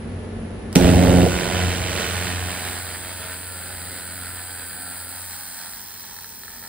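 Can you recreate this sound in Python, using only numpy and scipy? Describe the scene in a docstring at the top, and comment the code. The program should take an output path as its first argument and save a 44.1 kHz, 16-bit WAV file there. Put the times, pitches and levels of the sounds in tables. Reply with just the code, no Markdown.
"""A pulsed laser strips paint from a wooden board on a workshop floor, heard from close by.
First the scanner mirrors whine over the room's drone. At 0.75 s the beam fires with a crack, and the
thick paint flares up with a roar, then caves in with a thump half a second later. The spot races round
a toothed ring, so the roar and sizzle buzz at the lap rate; both thin out as the paint wears away.
By about 5.6 s the flame is out, and small snaps and ticks ring the nearly bare wood."""
import sys
import numpy as np
from scipy import signal
from scipy.fft import rfft, irfft
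from scipy.io import wavfile

SR = 44100
rng = np.random.default_rng(int(sys.argv[2]) if len(sys.argv) > 2 else 0)


def wav_record(signal):
    """Record a signal, one row per channel, as 16-bit PCM in the file named by sys.argv[1]."""
    frames = np.transpose(np.atleast_2d(signal))
    bounded = np.clip(frames, -1, 1)
    # unit amplitude maps onto the largest positive 16-bit level
    quanta = np.round(bounded * 32767).astype(np.int16)
    wavfile.write(sys.argv[1], SR, quanta)


N = 294588
T, HZ = np.arange(N) / SR, np.fft.rfftfreq(N, 1 / SR)
FIRE_S = .7535
LAPS, LAP_HZ, FIGURE_HZ = 4, 91.2, 22.126  # one "figure" is four laps of the ring and a short pause
TEETH, TOOTH_AT, EDGE_AT = 7, .64, .44  # where a tooth and the paint's edge lie, in laps
FLARE_DB, FLARE_THROB_DB, FLARE_END_S, FLARE_FALL_S = -13, -18.5, 1.245, 0.025

# What lies under the moving spot: time_s, coat (0 thick paint, 1 thin paint, 2 bare wood)
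COAT_UNDER_SPOT = [(2.0, 0.026), (2.25, 0.27), (2.35, 0.26), (2.65, 0.53), (2.87, 0.73), (3.1, 0.73),
                   (3.5, 0.86), (4.5, 0.91), (4.9, 1.06), (5.35, 1.64), (5.68, 1.7), (5.88, 2.05),
                   (6.38, 2.3), (6.6, 1.97)]
# Tone colour of the sizzle on each coat: pitch_hz, thick_db, thin_db, bare_db
SIZZLE_COLOUR = [(30, -90, -94, -104), (90, -67.5, -91, -93), (199, -60, -76.5, -83),
                 (330, -68, -79, -86.5), (587, -61.5, -76, -92), (930, -66.5, -75, -77),
                 (1089, -65, -77.5, -79.5), (1290, -65, -68.5, -81), (2060, -64.5, -73, -80.5),
                 (2530, -66, -81.5, -88), (3180, -65.5, -78.5, -81.5), (3500, -68, -79.5, -83.5),
                 (3960, -69, -75, -79), (5000, -73, -74.5, -80), (5450, -72.5, -96.5, -76.5),
                 (7860, -74, -75, -86), (8020, -73.5, -68, -78.5), (11340, -77.5, -73, -84),
                 (13800, -93, -95, -80), (14340, -76, -71, -72.5)]
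# Sizzle strength as the beam bites more or less deeply: time_s, gain_db
BITE_DEPTH = [(.95, 3), (1.88, 0.9), (2.02, 2.5), (2.25, 2), (2.36, 0.2), (2.7, 1.5), (2.87, -1),
              (3.4, -1.67), (4.68, -1.5), (5.1, -0.8), (5.35, 1.5), (5.95, -1), (6.6, -1.5)]
# Tones at multiples of the figure rate, mostly from crossing the ring's teeth; the rows at 8 and 12 are
# overtones of the flame's once-a-lap throb: multiple_of_figure_rate, thick_db, thin_db, bare_db
TOOTH_OVERTONES = [(8, -70, -56, -78), (12, -70, -56, -78), (28, -53, -64, -85), (33, -66, -55.5, -76),
                   (37, -51, -60, -67), (41, -56, -55, -56), (49, -58, -63, -67), (62, -56, -51, -66),
                   (66, -46, -55, -70), (70, -50, -53, -70), (78, -54, -57, -69), (82, -55, -58, -65),
                   (95, -53, -61, -75), (144, -55, -63, -73), (181, -62, -64, -68), (190, -59, -62, -68)]
# How much of the noise comes round again with the spot: pitch_hz, share (0 to 1)
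REPEATING_SHARE = [(100, 0.62), (700, 0.84), (1500, 0.6), (2800, 0.4), (5000, 0.15), (8500, 0)]
# Tone colour of the flame's roar: pitch_hz, gain_db
ROAR_COLOUR = [(25, -9), (45, -5.5), (65, 6.5), (88, 5.5), (120, 3.5), (165, -2.5), (260, -1.5),
               (350, -0.5), (480, -3), (650, -6.5), (900, -13), (1300, -50)]
# Overtones of the flame's puffs: multiple_of_figure_rate, gain_db
PUFF_OVERTONES = [(3, -22), (5, -13), (8, -3), (12, -7.5), (16, -12.5), (20, -18), (24, -18), (28, -21),
                  (32, -24)]
# The flame's throb after the flare: time_s, level_db
THROB_LEVEL = [(1.32, -37), (1.68, -22), (1.73, -29.5), (2.03, -42), (2.1, -31), (2.48, -30), (2.54, -48),
               (2.69, -39), (3.22, -48), (3.28, -44), (3.9, -41), (3.98, -52), (4.05, -41), (4.93, -49.5),
               (5.35, -47), (5.4, -51)]
# Thumps as the vapour lights and the flare caves in: start_s, level_db, decay_s, pitch_hz, width_hz
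THUMPS = [(0.758, -7, 0.022, 130, 220), (1.26, -9.5, 0.013, 480, 200)]
# Cracks as the beam first bites: start_s, level_db, decay_s, treble_cutoff_hz
FIRST_CRACKS = [(0.7286, -17.5, 0.00033, 5000), (0.7541, -15, 0.0028, 12000), (0.7582, -4, 0.0007, 4500),
                (0.7661, -14.5, 0.0039, 4500)]
# Snaps at the edge of the paint: time_s, level_db
SNAP_LEVEL = [(5.2, -60), (5.4, -48), (6.2, -48), (6.33, -57), (6.5, -37.5), (6.68, -42)]
# Specks of paint bursting on the wood: start_s, level_db
PAINT_SPECKS = [(5.644, -31), (5.735, -23), (6.0388, -26.5), (6.1651, -28), (6.188, -28), (6.244, -24.5),
                (6.435, -26.5), (6.4808, -26.5), (6.639, -24.5)]
# Notes the board rings at: pitch_hz, level_db, ring_s (time to fade by 60 dB)
BOARD_NOTES = [(914, -11, 0.081), (1350, -8, 0.049), (1740, 1.5, 0.014), (4110, -4, 0.012)]
# Left microphone's level over the right's: pitch_hz, thick_paint_db, later_db
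MIC_BALANCE = [(80, 0, -0.6), (497, -4.5, -1.5), (700, -8.5, 0), (900, -18, -5), (1190, -3.5, -2),
               (1610, -3, -0.3), (2620, -4.5, -2.5), (3630, -7, -4.5), (5400, -1, -1), (7500, 0, 0)]
# How far the left microphone's wave runs ahead: pitch_hz, lead_radians
MIC_LEAD = [(50, -0.25), (170, -0.5), (500, -0.55), (740, -0.6), (1050, 1.3), (1500, 0.24), (2200, 0),
            (3000, -1.33), (4900, -1.1), (5300, -3), (6800, -3.5), (7750, 0), (10300, 0), (11300, 3.5),
            (13550, 2.5), (14100, 1.1), (15200, 1)]
# How alike the two sides are: pitch_hz, thick_paint_likeness, later_likeness (both 0 to 1)
MIC_LIKENESS = [(100, .99, .98), (350, .97, .8), (650, .95, .88), (920, .75, .45), (1400, .89, .92),
                (2000, .9, .92), (2500, .85, .65), (4500, .66, .68), (8500, .97, .97), (15000, .75, .75)]
# Tone colour of the fans' drone: pitch_hz, level_db
FAN_COLOUR = [(25, -85), (45, -56.5), (100, -58), (125, -62.5), (220, -58), (330, -67), (430, -62.5),
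              (600, -70.5), (1000, -78.5), (2000, -81.5), (4000, -90.5), (8800, -102), (11000, -116),
              (16000, -128)]
# Humming tones in the room: pitch_hz, level_db
HUM_TONES = [(49, -45), (91.5, -38), (226, -42.5), (867, -59), (1739, -61.5)]
# The background sinks once the beam fires and partly returns near the end: time_s, gain_db
BACKGROUND_LEVEL = [(0, 1), (.75, 1), (.85, -36), (5.2, -31), (5.8, -21.5), (6.68, -19)]


def sizzle(swing_db=(4.0, 1.7, 2.0), sputter_db=(1.7, 1.3, 1.7), echo=(.05, .2, .3),
           surge_db=1.13, hiss_sputter_db=2.5, split_hz=6000, echo_s=.00119):
    """Paint blasts off: a rasp swings each lap under a steadier hiss. Triples give one value a coat."""
    coat = np.clip(curve(COAT_UNDER_SPOT), 0, 2)
    coat_mix = np.maximum(1 - abs(coat - np.arange(3)[:, None]), 0)
    source = scanned_noise()
    rasp_db = np.dot(swing_db, coat_mix) * lap_swing(teeth=0.56)
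    rasp_db += np.dot(sputter_db, coat_mix) * sputter() + surge_db * drift(9)
    rasp = source * evened(gain_of(rasp_db))
    hiss = source * evened(gain_of(lap_swing(spit=2.4) + hiss_sputter_db * sputter()))
    lows = 1 / (1 + (HZ / split_hz) ** 4)
    burn = filtered(rasp, lows) + filtered(hiss, 1 - lows)
    colours = gain_of(spectrum(SIZZLE_COLOUR)) * np.sqrt(SR / 2)
    sound = (coat_mix * filtered(burn, colours)).sum(0)
    # a nearby surface adds a quick echo, stronger as the flame dies down
    sound += np.dot(echo, coat_mix) * filtered(sound, lows * np.exp(-2j * np.pi * HZ * echo_s))
    return (sound + tooth_tones(coat_mix)) * gain_of(curve(BITE_DEPTH)) * beam_on()


def tooth_tones(coat_mix, waver_db=2.0, wander_radians=0.54):
    """Crossing the ring's teeth makes tones, joined by low overtones of the flame's throb; all waver as the
    hand moves the spot."""
    tones = np.zeros(N)
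    for multiple, *levels_db in TOOTH_OVERTONES:
        level = np.dot(gain_of(levels_db), coat_mix) * gain_of(waver_db * drift(7.2))
        tones += level * np.sin(2 * np.pi * multiple * FIGURE_HZ * T + wander_radians * drift(13))
    return np.sqrt(2) * tones


def beam_on(delay_s=0., rise_s=0.0044):
    """Rises from 0 to 1 when the beam comes on."""
    return np.clip((T - FIRE_S - delay_s) / rise_s, 0, 1)


def spot_position():
    """Where the spot is, in laps: it counts up to four, pauses and starts again."""
    return np.minimum((T * FIGURE_HZ - .03) % 1 * LAP_HZ / FIGURE_HZ, LAPS)


def lap_swing(hottest_at=0.81, teeth=0., spit=0., spit_at=0.72, spit_width=0.044, sharpness=3.4):
    """The burn is strongest over fresh paint, flicks at each tooth and spits at one edge."""
    lap = spot_position()
    fresh_paint = np.tanh(sharpness * np.cos(2 * np.pi * (lap - hottest_at)))
    flicks = teeth * np.cos(2 * np.pi * TEETH * (lap - TOOTH_AT))
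    spits = spit * np.exp(-((lap % 1 - spit_at) / spit_width) ** 2)
    return fresh_paint + flicks + spits


def scanned_noise(lap_memory=0.48, figure_memory=0.863):
    """Noise that partly repeats, because the spot keeps crossing the same paint."""
    share = np.clip(spectrum(REPEATING_SHARE), 0, 1)
    return noise(np.sqrt(1 - share + share * comb(LAP_HZ, lap_memory) * comb(FIGURE_HZ, figure_memory)))


def sputter(slowest_hz=90, fastest_hz=420):
    """The burn flutters as the same rough patches come round again and again."""
    band = bass_cut(slowest_hz) / (1 + (HZ / fastest_hz) ** 4)
    return evened(noise(band * np.sqrt(comb(LAP_HZ, 0.4) * comb(FIGURE_HZ, 0.92))))


def flame(burn_db=-30.5, afterburn_db=11, settle_s=0.39, per_coat_db=-17.5, out_s=5.36, fade_s=0.21):
    """Thick paint flares and caves in; the flame settles, weakens with the paint and goes out."""
    flare = 1 - np.clip((T - FLARE_END_S) / FLARE_FALL_S, 0, 1)
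    settling_db = afterburn_db * np.exp(-np.maximum(T - FLARE_END_S, 0) / settle_s)
    steady_db = burn_db + settling_db + per_coat_db * curve(COAT_UNDER_SPOT)
    level_db = flare * FLARE_DB + (1 - flare) * steady_db
    lap_angle = 2 * np.pi * (LAPS * FIGURE_HZ * T - .17)
    sound = gain_of(level_db) * (roar() + puffs(lap_angle, level_db)) + throb(lap_angle, flare)
    alight = 1 - np.clip((T - out_s) / fade_s, 0, 1)
    return sound * beam_on(delay_s=0.00073, rise_s=0.002) * alight


def roar(gain_db=-2.0, swing_db=2.5, grow_s=0.081, deep_hz=110):
    """The flame gusts once a lap; its deepest rumble comes in as it grows."""
    gusts = scanned_noise(lap_memory=0.4, figure_memory=0.7)
    gusts *= evened(gain_of(swing_db * lap_swing(hottest_at=0.9)))
    sound = evened(filtered(gusts, gain_of(spectrum(ROAR_COLOUR))))
    rumble = filtered(sound, 1 / (1 + (HZ / deep_hz) ** 8))
    return gain_of(gain_db) * (sound - (1 - beam_on(rise_s=grow_s)) * rumble)


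def puffs(lap_angle, flame_db, gain_db=-1.4, growth=0.57, flutter_db=1.9, lag_radians=0.057):
    """The flame's quick puffs make a buzz that stands out most during the flare."""
    buzz = -np.sqrt(2) * sum(gain_of(db) * np.cos(k / LAPS * lap_angle - lag_radians * (k / LAPS) ** 2)
                             for k, db in PUFF_OVERTONES)
    buzz_db = gain_db + growth * (flame_db - FLARE_DB) + flutter_db * drift(38)
    return buzz * gain_of(buzz_db) * beam_on(rise_s=0.057)


def throb(lap_angle, flare, gain_db=-0.5, overtone=0.083):
    """The flame swells once a lap, making a low, slightly unsteady note."""
    angle = lap_angle + 0.35 * drift(5.7)
    note = -np.sqrt(2) * (np.cos(angle) + overtone * np.cos(2 * angle))
    level_db = flare * FLARE_THROB_DB + (1 - flare) * curve(THROB_LEVEL)
    return note * gain_of(level_db + gain_db) * beam_on(rise_s=0.25)


def vapour_thumps(bass_hz=70, rise_share=0.12):
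    """Puffs of burning vapour: low noise that swells quickly and dies away."""
    sound = np.zeros(N)
    for start_s, db, decay_s, pitch_hz, width_hz in THUMPS:
        swell = burst(start_s, decay_s) - burst(start_s, decay_s * rise_share)
        sound += gain_of(db) * swell * evened(noise(band_around(pitch_hz, width_hz) * bass_cut(bass_hz)))
    return sound


def vapour_cracks(ring_db=-22, ring_s=0.013, bass_hz=500):
    """Vapour cracks as the beam first bites, and the surroundings ring briefly."""
    sound = np.zeros(N)
    for start_s, db, decay_s, treble_hz in FIRST_CRACKS:
        fade = burst(start_s, decay_s) + gain_of(ring_db) * burst(start_s, ring_s)
        sound += gain_of(db) * fade * evened(noise(bass_cut(bass_hz) / np.hypot(1, HZ / treble_hz)))
    return sound


def crackle(spread_db=3, bright_hz=3200):
    """Once wood shows, the paint's edge snaps every lap; loose specks burst with a brighter tick."""
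    at_edge = np.diff(np.floor(spot_position() - EDGE_AT), prepend=0) > 0
    wood_shows = curve(COAT_UNDER_SPOT) > 1
    snaps = at_edge * wood_shows * gain_of(curve(SNAP_LEVEL) + spread_db * rng.standard_normal(N))
    specks = sum(gain_of(db) * (np.arange(N) == round(start_s * SR)) for start_s, db in PAINT_SPECKS)
    return board(snaps + filtered(specks, bass_cut(bright_hz)))


def board(clicks, tick_db=-9, tick_s=0.00054):
    """Each click gives a dry tick and rings the wooden board."""
    t = T[:SR // 10]
    ring = sum(gain_of(db - 60 * t / ring_s) * np.sin(2 * np.pi * hz * t)
               for hz, db, ring_s in BOARD_NOTES)
    tick = gain_of(tick_db) * np.exp(-t / tick_s) * rng.standard_normal(len(t))
    return signal.oaconvolve(clicks, ring + tick)[:N]


def microphones(sound, scatter_s=.035):
    """Two microphones hear the spot, each with its own level and timing, plus the room's echoes."""
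    tail = rng.standard_normal(N) * np.exp(-T / scatter_s)
    direct = rfft(sound)
    scatter = rfft(signal.fftconvolve(sound, tail / np.linalg.norm(tail))[:N])
    sides = np.array([[1], [-1]])  # left, right
    lead = np.exp(.5j * sides * spectrum(MIC_LEAD))
    pairs = []
    for balance_db, likeness in zip(spectrum(MIC_BALANCE), spectrum(MIC_LIKENESS)):
        blend = direct * np.sqrt(1 + likeness) + sides * scatter * np.sqrt(1 - likeness)
        pairs.append(irfft(blend * lead / np.sqrt(1 + gain_of(-2 * sides * balance_db)), N))
    over_thick_paint, later = pairs
    moved = np.clip(curve(COAT_UNDER_SPOT), 0, 1)
    return ((1 - moved) * over_thick_paint + moved * later) * (T > FIRE_S / 2)


def workshop(wide_hz=600, waver_db=2.0, whine_hz=9980, whine_db=-59):
    """Fans drone, with their bass in the centre; the mains hums and the scanner mirrors whine."""
    colour = gain_of(spectrum(FAN_COLOUR)) * np.sqrt(SR / 2)
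    side_share = 0.48 / (1 + (wide_hz / (HZ + 1)) ** 2)
    centre = noise(colour * np.sqrt(1 - side_share))
    side = noise(colour * np.sqrt(side_share))
    for hz, db in HUM_TONES:
        level = np.sqrt(2) * gain_of(db + waver_db * drift(6.7))
        centre += level * np.sin(2 * np.pi * hz * T + .5 * drift(2.3))
    centre += gain_of(whine_db) * evened(noise(band_around(whine_hz, width_hz=230)))
    return np.array([centre + side, centre - side]) * gain_of(curve(BACKGROUND_LEVEL))


def gain_of(db):
    """Turns decibels into a number to multiply by."""
    return 10 ** (np.asarray(db) / 20)


def evened(x):
    """Scales a signal to an average power of 1."""
    return x / np.sqrt(np.mean(x ** 2) + 1e-20)


def curve(rows):
    """Joins a table's points in time with straight lines."""
    return np.interp(T, *np.transpose(rows))


def spectrum(rows):
    """Fills in a table's columns for every frequency."""
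    pitch_hz, *columns = np.transpose(rows)
    return np.squeeze([np.interp(np.log(HZ + 1), np.log(pitch_hz), column) for column in columns])


def filtered(x, gain):
    """Turns each frequency up or down by its gain."""
    return irfft(rfft(x) * gain, N)


def noise(colour):
    """Noise with the given gain at each frequency."""
    return filtered(rng.standard_normal(N), colour)


def bass_cut(hz):
    """Gains that weaken everything below a pitch."""
    return HZ / np.hypot(HZ, hz)


def band_around(pitch_hz, width_hz):
    """Gains that keep only what is near a pitch."""
    return np.exp(-.5 * ((HZ - pitch_hz) / width_hz) ** 2)


def comb(hz, memory):
    """Peaks of power at multiples of a repeat rate; more memory makes them sharper."""
    return (1 - memory ** 2) / (1 + memory ** 2 - 2 * memory * np.cos(2 * np.pi * HZ / hz))


def drift(hz, points=5000):
    """A random wobble, up to about the given rate."""
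    return evened(np.interp(2 * hz * T, np.arange(points), rng.standard_normal(points)))


def burst(start_s, decay_s):
    """A level that jumps to 1 and dies away."""
    return (T >= start_s) * np.exp(-np.maximum(T - start_s, 0) / decay_s)


def scene():
    """The burning spot in the workshop."""
    spot = sizzle() + flame() + vapour_thumps() + vapour_cracks() + crackle()
    return microphones(spot) + workshop()


def record(dry):
    """Rounds off the loudest peaks and cuts the highest treble."""
    rounded = dry / (1 + (dry / .95) ** 8) ** (1 / 8)
    treble_cut = signal.firwin(801, cutoff=15680, window=("kaiser", 9), fs=SR)
    return signal.oaconvolve(rounded, treble_cut[None], "same")


dry = scene()
out = record(dry)
wav_record(out)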